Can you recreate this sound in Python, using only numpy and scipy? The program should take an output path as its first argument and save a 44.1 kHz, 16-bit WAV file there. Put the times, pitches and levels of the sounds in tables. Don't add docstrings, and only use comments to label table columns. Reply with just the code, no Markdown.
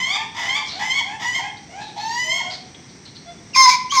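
import sys
import numpy as np
from scipy import signal
from scipy.fft import rfft, irfft
from scipy.io import wavfile
from scipy.ndimage import uniform_filter1d, minimum_filter1d

SR = 44100
rng = np.random.default_rng(int(sys.argv[2]) if len(sys.argv) > 2 else 0)


def store_pcm(level_fs):
    pcm = np.round(np.clip(level_fs, -1, 1) * 32767).astype(np.int16)
    wavfile.write(sys.argv[1], SR, np.atleast_2d(pcm).T)


N = 176400
ATTACK_S, RELEASE_S = 0.0031, 0.02
BAND_LIMIT_HZ = 15700

# frequency_hz, relative_db
RASP_SPECTRUM = [(150, -51), (500, -22), (800, 4), (1200, -6), (1500, -8), (2100, 2), (2700, -8.5),
                 (3500, 4), (4100, -16.5), (5000, -5), (7000, -15), (10000, -41), (14500, -37.5)]


def amp(db):
    return 10 ** (np.asarray(db) / 20)


def unit_rms(x):
    return x / np.sqrt(np.mean(x ** 2) + 1e-20)


def value_at(points, hz):
    f, value = np.transpose(points)
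    return np.interp(np.log(hz + 1), np.log(f + 1), value)


def add(mix, start_s, sound):
    part = mix[max(round(start_s * SR), 0):][:len(sound)]
    part += sound[:len(part)]


def colour(x, spectrum):
    gains = amp(value_at(spectrum, np.fft.rfftfreq(len(x), 1 / SR)))
    return unit_rms(irfft(rfft(x) * gains, len(x)))


def wander(size, hz):
    f = np.fft.rfftfreq(N, 1 / SR)
    return unit_rms(irfft(rfft(rng.standard_normal(N)) / (1 + (f / hz) ** 4), N))[:size]


def gate(t, start_s, end_s):
    return np.clip((t - start_s) / ATTACK_S, 0, 1) * np.clip((end_s - t) / RELEASE_S, 0, 1)


def yard():
    # frequency_hz, relative_db
    spectrum = [(20, -61), (45, -15), (75, -7), (101, -1), (188, 0), (368, -6.5), (482, -11), (570, -15.5),
                (900, -16), (1400, -20), (2150, -14), (2800, -24), (4100, -20.5), (5150, -19), (5800, -9.5),
                (6550, -24), (7400, -30.5), (8350, -21.5), (8900, -35), (9700, -55), (15500, -52)]
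    level_db = -43.5 + .5 * wander(N, hz=12)
    return amp(level_db) * colour(rng.standard_normal(N), spectrum)


def syrinx(curve, throat, rasp, jitter, rasp_db, half_db, shimmer_db, beak=0):
    times, *controls = np.transpose(curve)
    t = np.arange(times[0], times[-1], 1 / SR)
    hz, level_db, rough = (np.interp(t, times, control) for control in controls)
    rough, size = np.clip(rough, 0, 1), len(t)
    shake = jitter * rough * wander(size, hz=267) + 0.0046 * wander(size, hz=62)
    phase = 2 * np.pi * np.cumsum(hz * (1 + shake)) / SR
    multiples = np.arange(2, 36)[:, None] / 2
    partial_hz = multiples * hz
    beak_shift = (1051 / hz) ** beak
    partial_db = value_at(throat, partial_hz * beak_shift) + half_db * (multiples % 1 > 0)
    gains = amp(partial_db) * (partial_hz < BAND_LIMIT_HZ)
    tone = (gains * np.cos(multiples * phase + multiples ** 2)).sum(0)
    tone /= np.sqrt((gains ** 2).sum(0) / 2)
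    puffs = colour((1 + .7 * np.cos(phase)) * rng.standard_normal(N)[:size], rasp)
    rasp_gain = amp(rasp_db) * rough ** 1.41
    voice = (tone + rasp_gain * puffs) / np.sqrt(1 + rasp_gain ** 2)
    shimmer = amp(shimmer_db * rough * wander(size, hz=110))
    return times[0], voice * shimmer * gate(t, times[0], times[-1]) * amp(level_db)


def fundamental(curve, flutter):
    times, pitch_hz, _, rough, level_db = np.transpose(curve)
    t = np.arange(times[0], times[-1], 1 / SR)
    shake = flutter * np.interp(t, times, rough) * wander(len(t), hz=113)
    hz = np.interp(t, times, pitch_hz) * (1 + shake)
    tone = np.sqrt(2) * np.sin(2 * np.pi * np.cumsum(hz) / SR)
    return times[0], tone * gate(t, times[0], times[-1]) * amp(np.interp(t, times, level_db))


def porch(x, early_db, tail_db):
    # frequency_hz, t60_s
    decay = [(300, 0.95), (1000, 0.45), (3000, 0.54), (6000, 0.36), (14000, 0.28)]
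    t = np.arange(SR) / SR
    density = [[.02], [.12]]
    early_taps, tail_taps = rng.standard_normal((2, SR)) * (rng.random((2, SR)) < density) * (t > .002)
    early = early_taps * amp(-60 * t / 0.084)
    hz, when, bands = signal.stft(tail_taps * np.minimum(t / 0.049, 1), SR, nperseg=256)
    bands *= amp(-60 * when / value_at(decay, hz)[:, None])
    tail = signal.istft(bands, SR, nperseg=256)[1][:SR]
    echo = amp(early_db) * early / np.linalg.norm(early) + amp(tail_db) * tail / np.linalg.norm(tail)
    return (x + signal.fftconvolve(x, echo)[:N]) / np.sqrt(1 + np.sum(echo ** 2))


def stuttering_rooster():
    # time_s, pitch_hz, overtones_db, roughness, fundamental_db
    syllables = [
        [(0, 1015, -17, 0.25, -28.5), (.03, 1036, -22.5, 0.15, -37), (.1, 1100, -20, 0.17, -34.5),
         (.125, 1190, -25, 0.07, -32), (.155, 1214, -22, 0.38, -25.5), (.185, 875, -29, .6, -38)],
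        [(.345, 954.4, -37, 0.84, -37), (.38, 984.5, -26.5, 0.87, -33.5), (.455, 988, -23.5, 0.6, -53),
         (.49, 1041, -21.5, 0.18, -33.5), (.54, 1074, -21, 0.06, -38), (.565, 1155, -21, 0.38, -30),
         (.605, 1164, -31, 0.39, -36.5), (.635, 845, -36, 0.3, -26)],
        [(.79, 941, -32, 1.1, -37), (.82, 989.4, -24, 0.47, -36), (.88, 1025, -25.5, 0.22, -45.5),
         (.91, 1035, -18.5, 0.02, -37), (.955, 1101, -23, 0.19, -36), (.99, 1118, -19, 0.22, -35.5),
         (1.02, 828, -34, 0.46, -16.5)],
        [(1.195, 959, -31, 1.08, -46), (1.245, 974, -23.5, 0.49, -30.5), (1.282, 983.6, -19.5, 0, -29.5),
         (1.322, 987.6, -28.5, .1, -43), (1.355, 1059, -19.5, 0.19, -43), (1.38, 1071, -21.5, 0.09, -30.5),
         (1.415, 776, -38, 0.56, -29.5)],
        [(1.96, 771, -39, 0.75, -33), (1.98, 828, -34.5, 0.71, -29), (2.052, 890, -33.5, 0, -28.5),
         (2.122, 929, -28.5, 0.22, -33.5), (2.2, 989.5, -21.5, 0.01, -28), (2.28, 1023, -24.5, 0.08, -47),
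         (2.325, 1057, -18.5, 0.04, -38.5), (2.385, 1091, -22.5, 0.15, -30.5), (2.425, 794, -40, 0.3, -31)],
    ]
    # frequency_hz, relative_db
    throat = [(600, -38), (1050, -63), (1650, -24), (2000, 6), (2250, 2.5), (2700, -8.5), (2980, -9),
              (3200, 4.5), (3500, 2), (3950, -25), (4500, 2), (5000, -9), (5650, -10), (6400, -8),
              (7200, -11.5), (7900, -21), (10000, -43.5), (14000, -37.5), (16000, -43)]
    brightness = [-1.5, -2, 0, 0.5, 3]
    out = np.zeros(N)
    for curve, treble_db in zip(syllables, brightness):
        tilted_throat = [(hz, db + treble_db * (hz > 4000)) for hz, db in throat]
        add(out, *syrinx(np.array(curve)[:, :-1], tilted_throat, RASP_SPECTRUM,
                         jitter=0.0457, rasp_db=4.5, half_db=-21, shimmer_db=2.77, beak=0.35))
        add(out, *fundamental(curve, flutter=0.073))
    return porch(out, early_db=1.0, tail_db=-3)


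def glide(start_s, length_s, first_hz, last_hz, level_db, rough, peak, bend):
    onset_db = -13.5
    return [(start_s, first_hz, level_db + onset_db, rough),
            (start_s + length_s * peak, first_hz + bend * (last_hz - first_hz), level_db, rough),
            (start_s + length_s, last_hz, level_db + onset_db / 2, rough)]


def far_rooster():
    # start_s, length_s, first_hz, last_hz, level_db
    notes = [(0.067, .18, 679, 920, -27.5), (.42, 0.19, 700, 894, -30.5), (.725, 0.14, 683.5, 891, -27.5),
             (1.002, .17, 680.4, 900.6, -29.5), (1.347, 0.15, 665, 867, -28), (1.683, .17, 659.3, 879, -30),
             (2.216, .33, 615, 755.6, -32)]
    # frequency_hz, relative_db
    throat = [(600, 0), (850, 2), (1350, -21), (1800, -5.5), (2600, -12), (3500, -19.5), (4500, -24.5),
              (7000, -20.5), (10000, -54)]
    out = np.zeros(N)
    for note in notes:
        curve = glide(*note, rough=0.16, peak=.65, bend=.8)
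        add(out, *syrinx(curve, throat, RASP_SPECTRUM,
                         jitter=0.127, rasp_db=4.5, half_db=-36, shimmer_db=15))
    return porch(out, early_db=4.5, tail_db=-2)


def scratching():
    # start_s, decay_s, centre_hz, level_db
    scratches = [(.655, .05, 5160, -33), (0.684, 0.091, 4130, -29.5), (1.567, 0.018, 4230, -39),
                 (1.803, 0.11, 3980, -39), (1.97, 0.22, 3900, -40.5), (2.502, 0.06, 4420, -29.5),
                 (2.742, 0.0091, 3200, -35), (2.881, 0.051, 4300, -48.5), (3.049, 0.041, 4080, -38.5),
                 (3.15, 0.031, 4170, -36.5)]
    # multiple_of_centre, relative_db
    resonance = [(.2, -18), (.62, -13.5), (.84, -5.5), (.96, 0.5), (1.04, 4.5), (1.17, -7.5), (1.8, -29),
                 (2.3, -52)]
    out = np.zeros(N)
    for start_s, decay_s, centre_hz, level_db in scratches:
        t = np.arange(0, 2 * decay_s, 1 / SR)
        grains = rng.standard_normal(N)[:len(t)] * amp(3 * wander(len(t), hz=250))
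        spectrum = [(centre_hz * multiple, db) for multiple, db in resonance]
        envelope = np.minimum(t / 0.0088, 1) * np.exp(-(t / decay_s) ** 3)
        add(out, start_s, colour(grains, spectrum) * amp(level_db) * envelope)
    return porch(out, early_db=-3, tail_db=-6.5)


def cluck():
    # frequency_hz, relative_db
    throat = [(670, 3.5), (1350, -8.5), (2050, -7), (2700, -25), (3450, -5), (4100, -14), (4800, -13),
              (7000, -45)]
    curve = glide(start_s=3.254, length_s=.085, first_hz=675, last_hz=705, level_db=-36.5,
                  rough=.12, peak=.45, bend=.6)
    out = np.zeros(N)
    add(out, *syrinx(curve, throat, RASP_SPECTRUM, jitter=.05, rasp_db=-7, half_db=-40, shimmer_db=4.5))
    return porch(out, early_db=-13, tail_db=-8.5)


def near_rooster():
    # time_s, pitch_hz, overtones_db, roughness, fundamental_db
    syllables = [
        [(3.545, 1068, -27.5, 0.38, -72), (3.562, 1043, -12.5, 0.34, -12.5), (3.585, 1057, -10.5, 0.15, -11),
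         (3.65, 1040, -2, .08, -6.5), (3.668, 1002, -25.5, 0.67, -10.5), (3.695, 1004, -15, 1.06, -6.5),
         (3.722, 1014, -20.5, 1.1, -24.5), (3.765, 1007, -25.5, .9, -7.5)],
        [(3.905, 1067, -39, 0.6, -64), (3.925, 1116, -26, 0.9, -17), (3.955, 1101, -21, .8, -28),
         (3.978, 1039, -15, .3, -9.5), (4.02, 1061, -16, 0, -9.5)],
    ]
    # start_s, length_s, first_hz, last_hz, level_db
    squeaks = [(3.532, 0.045, 3040, 2334, -23), (3.7, 0.0674, 2172, 2327, -20.5),
               (3.894, 0.0488, 2705, 3286, -23)]
    # frequency_hz, relative_db
    crow_throat = [(500, -34), (1000, 2), (1550, -10), (2100, 2.5), (3100, -22), (3650, 2.5), (4200, -7),
                   (4750, 8), (5250, 7.5), (5750, -23), (6300, 1), (6800, 0), (7500, -32), (8400, -18.5),
                   (11000, -34.5), (15000, -31)]
    squeak_throat = [(2500, 17.5), (3300, -0.5), (5200, 17.5), (6600, -7), (8500, -34), (15000, -45)]
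    rasp = [(150, -62), (500, -40), (1000, -9), (1300, -15), (1600, -6.5), (1800, -16), (2250, 3.5),
            (2950, -15.5), (3700, -2), (4400, -1.5), (5200, -2.5), (6400, 2.5), (7500, -17.5), (11000, -31),
            (15000, -31)]
    upper, low = np.zeros((2, N))
    for curve in syllables:
        add(upper, *syrinx(np.array(curve)[:, :-1], crow_throat, rasp,
                           jitter=0.033, rasp_db=4, half_db=-14, shimmer_db=2.4))
        add(low, *fundamental(curve, flutter=.008))
    for squeak in squeaks:
        curve = glide(*squeak, rough=0.28, peak=0.394, bend=0.96)
        add(upper, *syrinx(curve, squeak_throat, rasp,
                           jitter=0.058, rasp_db=3, half_db=-34, shimmer_db=7.5))
    return porch(upper, early_db=-1, tail_db=-10.5) + porch(low, early_db=-11, tail_db=-15)


def scene():
    return (stuttering_rooster() + far_rooster() + cluck() + near_rooster() + scratching() + yard())[None]


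def record(dry):
    ceiling, window = .98, 220
    gain = np.minimum(1, ceiling / (abs(dry[0]) + 1e-9))
    limited = dry * uniform_filter1d(minimum_filter1d(gain, size=window), size=window)
    lowpass = signal.firwin(511, BAND_LIMIT_HZ, window=("kaiser", 9), fs=SR)
    return signal.oaconvolve(limited, lowpass[None], "same")


dry = scene()
out = record(dry)
store_pcm(out)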